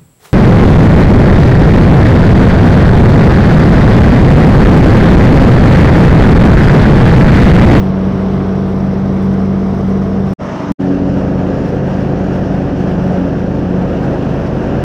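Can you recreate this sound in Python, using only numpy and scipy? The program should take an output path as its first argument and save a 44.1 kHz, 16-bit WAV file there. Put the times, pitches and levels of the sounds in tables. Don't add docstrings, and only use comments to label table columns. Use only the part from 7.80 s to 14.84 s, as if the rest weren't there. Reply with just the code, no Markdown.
import sys
import numpy as np
from scipy import signal
from scipy.fft import rfft, irfft, next_fast_len
from scipy.io import wavfile
from scipy.ndimage import uniform_filter1d, map_coordinates

SR = 44100
rng = np.random.default_rng(int(sys.argv[2]) if len(sys.argv) > 2 else 0)


def volts_from_decibels(level):
    exponent = np.asarray(level, float) / 20
    return 10 ** exponent


def bounce(signal):
    frames = np.transpose(np.atleast_2d(signal))
    limited = np.clip(frames, -1, 1)
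    pcm = np.round(limited * 32767).astype(np.int16)
    wavfile.write(sys.argv[1], SR, pcm)


N = 310443


def unit(x):
    return x / np.sqrt(np.mean(x ** 2) + 1e-20)


def curves(rows):
    s, *columns = np.transpose(rows)
    return [np.interp(np.arange(N) / SR, s, column) for column in columns]


def wobble(rate):
    knots = rng.standard_normal(int(N * rate / SR) + 4)
    coarse = map_coordinates(knots, [np.arange(N // 64 + 2) * 64 * rate / SR])
    return np.interp(np.arange(N) / 64, np.arange(len(coarse)), coarse)


def rush(spectrum, patchy_db):
    _, _, z = signal.stft(rng.standard_normal(N + 1024), SR, nperseg=1024)
    field = uniform_filter1d(rng.standard_normal(z.shape), size=10, axis=0)
    field = uniform_filter1d(field, size=6, axis=1)
    noise = signal.istft(z * volts_from_decibels(patchy_db * unit(field)), nperseg=1024)[1][:N]
    hz, db = np.transpose(spectrum)
    size = next_fast_len(N)
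    log_hz = np.log(np.fft.rfftfreq(size, 1 / SR) + 1)
    colour = volts_from_decibels(np.interp(log_hz, np.log(hz), db, left=-120, right=-120))
    return unit(irfft(rfft(noise, size) * colour, size)[:N])


def order(turns, multiple, db, lead, flutter_db, blur):
    angle = 2 * np.pi * (multiple * turns + lead) + blur * multiple * wobble(9)
    return np.sqrt(2) * volts_from_decibels(db + flutter_db * wobble(7)) * np.cos(angle)


def engine(take, cycles):
    # level in take 1/dB, take 2/dB, take 3/dB
    exhaust_orders = [(-37, -36, -37.5), (-26, -28, -27), (-32.5, -28, -32), (-42, -31.5, -33),
                      (-23.5, -62, -23), (-33, -30, -27.5), (-39, -37.5, -34.5), (-32, -32, -26),
                      (-47.5, -36.5, -48), (-40, -38, -31), (-34.5, -66, -29), (-35, -45, -39),
                      (-48.5, -48, -37), (-34, -47.5, -41), (-36, -49, -35), (-33.5, -41, -33.5),
                      (-38, -42, -42.5), (-37.5, -39, -37), (-43.5, -45, -31.5), (-47.5, -42, -45.5),
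                      (-39.5, -38.5, -33), (-48.5, -57, -43), (-40.5, -36, -47.5), (-41, -44, -42),
                      (-44.5, -46, -48) ]
    pulley_db = [-33, -36.5, -41.5]
    pulley_turns = 4.47
    tones = []
    for multiple, db in enumerate(exhaust_orders, start=1):
        lead = .78 / (1 + np.exp(multiple - 8))
        scatter = rng.normal(0, .001 * multiple ** 2)
        flutter_db = 0.17 + 0.14 * multiple
        blur = .0018 * (5 + multiple)
        tones.append(order(cycles, multiple, db[take], lead + scatter, flutter_db, blur))
    pulley = order(cycles, pulley_turns, pulley_db[take], 0, flutter_db=6.0, blur=0.038)
    return sum(tones) + pulley


def blades(take, spindle):
    # spindle order, level in take 1/dB, take 2/dB, take 3/dB
    blade_orders = [(1, -56, -70, -41.5), (2, -23, -34, -25), (3, -28.5, -26, -29.5),
                    (4, -14.5, -27.5, -19), (5, -32, -32.5, -30), (6, -33.5, -33, -29),
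                    (8, -36.5, -38, -29.5), (10, -38.5, -62, -40.5), (12, -47.5, -41.5, -40),
                    (16, -43, -68, -41)]
    # t/s, spindle order, rise/dB, half length/s
    swells = [(.15, 6, 5.5, 0.087), (.63, 6, 7, .1), (2.688, 4, 6.5, 0.047), (2.92, 2, 6, .04),
              (2.924, 4, 19, 0.024), (2.935, 6, 15.5, 0.035), (3.116, 6, 13.5, 0.28), (3.676, 6, 7.5, 0.11),
              (3.103, 8, 6, .12), (3.936, 4, -8, .1), (4.85, 6, 6.5, 0.17), (5.287, 4, 4.5, 0.15),
              (5.453, 6, 11.5, 0.095), (5.795, 6, 7, 0.074), (6.003, 4, 7.5, 0.12), (6.4, 2, -4, 0.55),
              (6.4, 6, 4, .1), (6.65, 4, -7, 0.74), (6.85, 6, 0.5, 0.089)]
    t = np.arange(N) / SR
    tones = []
    for multiple, *db in blade_orders:
        multiple = round(multiple)
        lead = .88 + (multiple > 3) * rng.normal(0, .04 * multiple)
        swell_db = 0
        for s, swelling, rise_db, half in swells:
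            if round(swelling) == multiple:
                swell_db = swell_db + rise_db * np.exp(-((t - s) / half) ** 2)
        flutter_db = .5 + .12 * multiple
        blur = .0012 * multiple ** 2
        tones.append(order(spindle, multiple, db[take] + swell_db, lead, flutter_db, blur))
    return sum(tones)


def churned_air(take, gain_db):
    # f/Hz, level/dB per Hz
    deck_spectra = [
        [(5, -27), (25, -32.5), (45, -17.5), (70, -11.5), (120, -12), (190, -1.5), (290, -5.5), (420, -7),
         (540, -14), (680, -12.5), (850, -21), (1200, -20), (2000, -40)],
        [(25, -27), (45, -31), (70, -9), (120, 1), (190, -1), (290, 1), (420, 1.5), (540, -8), (680, -0.5),
         (850, -14), (1200, -13.5), (2000, -58)],
        [(5, -28.5), (25, -33), (45, -9), (70, -11.5), (135, -2), (190, -3), (290, -1.5), (420, -7.5),
         (540, -7), (720, -9.5), (850, -21), (1200, -23.5), (2000, -35)],
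    ]
    return volts_from_decibels(gain_db) * rush(deck_spectra[take], patchy_db=0.42)


def cutting_roar(take, gain_db):
    # f/Hz, level/dB per Hz
    roar_spectra = [
        [(450, -24.5), (600, -13), (700, -7), (850, -4.5), (1270, -11.5), (1510, -11), (1750, -15.5),
         (2070, -15), (2440, -21), (3500, -24), (5000, -32.5), (6500, -62.5)],
        [(450, -25), (600, -7), (700, -8), (900, 0), (1310, -5.5), (1560, -11.5), (1980, -13), (2530, -21.5),
         (2760, -17.5), (3780, -27), (5000, -37), (6500, -63)],
        [(450, -23), (600, -5.5), (720, -3.5), (900, -1), (1010, -8), (1320, -8), (1620, -6.5), (2130, -17),
         (2820, -16), (3350, -22.5), (5000, -35.5), (6500, -60.5)],
    ]
    return volts_from_decibels(gain_db + 4.5) * rush(roar_spectra[take], patchy_db=0.75)


def chute_hiss(take, gain_db):
    # f/Hz, level/dB per Hz
    hiss_spectra = [
        [(2500, -33.5), (4200, -12.5), (4800, -3), (5500, 3.5), (5900, -0.5), (6400, -6), (7000, -13.5),
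         (8500, -46.5)],
        [(2500, -27), (4200, -10), (4800, -5), (5400, -1), (5900, -3), (6400, -7), (7000, -14), (8500, -40)],
        [(2500, -33), (4200, -4), (4800, -2.5), (5400, -0.5), (5900, -2.5), (6400, -8), (7000, -10.5),
         (8500, -42.5)],
    ]
    return volts_from_decibels(gain_db + 0.92 * wobble(120)) * rush(hiss_spectra[take], patchy_db=1.06)


def grass_sizzle(take, gain_db, spindle):
    # f/Hz, level/dB per Hz
    sizzle_spectra = [
        [(5510, -25), (7210, -2), (8410, -1.5), (9510, -5.5), (10510, -9.5), (12110, -4), (13110, -7.5),
         (15500, -17.5)],
        [(5510, -27.5), (7210, -0.5), (8410, -6), (9510, -8.5), (10510, -14.5), (11610, -8.5), (12510, -13.5),
         (13600, -20)],
        [(5510, -28), (7210, -1.5), (8410, -3.5), (9510, -6), (10210, -10.5), (12010, -5.5), (12710, -7),
         (14800, -17)],
    ]
    ticking_db = [3.8, 1, -0.7]
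    tick = np.exp(3.1 * (np.cos(2 * np.pi * spindle) - 1)) * np.abs(1.3 + .7 * wobble(15))
    gain_db = gain_db + ticking_db[take] * tick + 1.2 * wobble(120)
    return volts_from_decibels(gain_db) * rush(sizzle_spectra[take], patchy_db=1.0)


def air(take, cycles, spindle):
    # churned air/dB, roar/dB, hiss/dB, sizzle/dB
    air_levels = [(-20.5, -37.5, -52, -64), (-25, -32.6, -48, -63), (-19, -35.5, -50.5, -63.5)]
    # t/s, cutting effort/dB
    grass = [(0, 0.5), (.6, 0.3), (1.4, -0.96), (2.5, .3), (2.6, -3.5), (2.7, 0), (2.8, -.5), (2.9, 0.5),
             (3, -0.7), (3.6, .2), (4, -0.3), (4.5, .6), (4.9, -0.4), (5.3, .8), (5.7, -1.5), (6.4, 0.85),
             (7.04, 0.7)]
    # facing ahead at t/s, roar gain/dB per s
    head_turns = [(1.25, -1), (2.76, -1), (5, 0.3)]
    follows = [.75, 0.9, .85, .7]
    levels_db = air_levels[take] + np.outer(curves(grass)[0], follows)
    deck_db, roar_db, hiss_db, sizzle_db = levels_db.T

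    ahead_s, turn_rate = head_turns[take]
    turn_db = turn_rate * (np.arange(N) / SR - ahead_s)
    roar_db = roar_db + turn_db
    hiss_db = hiss_db - .6 * turn_db

    firing = np.cos(2 * np.pi * cycles) + 0.62 * np.cos(4 * np.pi * cycles)
    passing = np.cos(4 * np.pi * spindle) + 0.36 * np.cos(2 * np.pi * spindle)
    load = .5 * wobble(8) + .7 * wobble(30)
    deck = churned_air(take, deck_db + 0.28 * load + 0.33 * firing + 0.82 * passing)
    roar = cutting_roar(take, roar_db + 0.76 * load + 0.48 * firing + 0.47 * passing)
    hiss = chute_hiss(take, hiss_db + 0.74 * load + .4 * firing + .6 * passing)
    sizzle = grass_sizzle(take, sizzle_db + 1.4 * load, spindle)
    return deck + roar + hiss + sizzle


def mower(take):
    # t/s, engine cycle f/Hz
    speed = [
        [(0, 27.58), (.85, 27.8), (1.5, 27.9), (2.32, 28), (2.54, 27.98)],
        [(2.6, 27.85), (2.92, 27.85)],
        [(2.99, 26.97), (3.8, 26.91), (4.2, 27.03), (4.81, 26.91), (5.21, 26.75), (5.62, 26.5), (6.02, 26.55),
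         (6.23, 26.61), (6.63, 26.86), (7.04, 26.98)],
    ]
    crank_start = [.09, 0, .055]
    spindle_start = [-.015, 0, .16]
    belt_ratio = 1.7175
    turned = np.cumsum(curves(speed[take])[0]) / SR
    cycles = turned + crank_start[take]
    spindle = belt_ratio * turned + spindle_start[take]
    return engine(take, cycles) + blades(take, spindle) + air(take, cycles, spindle)


def stems():
    # t/s, peak level/dB
    twigs = [(0.592, -42.5), (1.4304, -46), (1.5417, -40), (2.0006, -46.5), (3.479, -45), (4.439, -40),
             (5.3183, -36), (6.3796, -41)]
    out = np.zeros(N + SR)
    t = np.arange(SR // 20) / SR
    for s, db in twigs:
        decay = volts_from_decibels(db - 11.5 - 60 * t / .06)
        out[round(s * SR):][:len(t)] += decay * rng.standard_normal(len(t))
    rattle = signal.butter(3, [4000, 10000], "bandpass", fs=SR, output="sos")
    return signal.sosfilt(rattle, out[:N])


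def wind_filter(x):
    # t/s, share of the bass cut 0-1
    low_cut = [(2.6, 0.02), (2.63, 0.67), (2.86, 0.94), (2.9, 0.03), (2.95, 0.95), (3.17, 0.27), (3.2, 0)]
    share = np.clip(curves(low_cut)[0], 0, 1)
    sections = signal.butter(2, 120, "highpass", fs=SR, output="sos")
    return (1 - share) * x + share * signal.sosfiltfilt(sections[:1], x)


def top_band(x, take):
    # highest kept f/Hz, its flicker/Hz
    top_edge = [(14650, 330), (12850, 150), (14150, 150)]
    settle_from_s, settle_s, settle_hz = 3.3, .5, 1450
    hz, t, z = signal.stft(x, SR, nperseg=2048)
    edge_hz, flicker_hz = top_edge[take]
    unsettled = np.clip(1 - (t - settle_from_s) / settle_s, 0, 1) * (take == len(top_edge) - 1)
    edge = edge_hz - settle_hz * unsettled + flicker_hz * np.round(rng.standard_normal(len(t)))
    return signal.istft(z * (hz[:, None] < edge), SR, nperseg=2048)[1][:N]


def splice(x, fade_from, fade_to, cut, pressure, left_db, left_t60):
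    t = np.arange(N) / SR
    rise = np.sin(np.pi / 2 * np.clip((t - fade_from) / (fade_to - fade_from), 0, 1)) ** 3
    near_cut = np.clip(1 - (cut - t) / .0015, 0, 1)
    body = rise * x * (1 - near_cut) + pressure * near_cut
    leftover = x * volts_from_decibels(left_db - 60 * np.clip(t - cut, 0, 1) / left_t60)
    return np.where(t < cut, body, leftover)


def scene():
    takes = [
        (-1, -.5, 2.53528, -.075, -38, .028),
        (2.579, 2.612, 2.92061, .105, -21, .024),
        (2.981, 3.013, 8, 0, -40, .05),
    ]
    mix = stems()
    for take, joints in enumerate(takes):
        heard = top_band(wind_filter(mower(take)), take)
        mix = mix + splice(heard, *joints)
    return mix[None]


def low_pass(x):
    return signal.sosfilt(signal.butter(12, 15900, fs=SR, output="sos"), x)


def record(dry):
    rounded = dry / (1 + np.abs(dry / .78) ** 5) ** (1 / 5)
    return low_pass(rounded)


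dry = scene()
out = record(dry)
bounce(out)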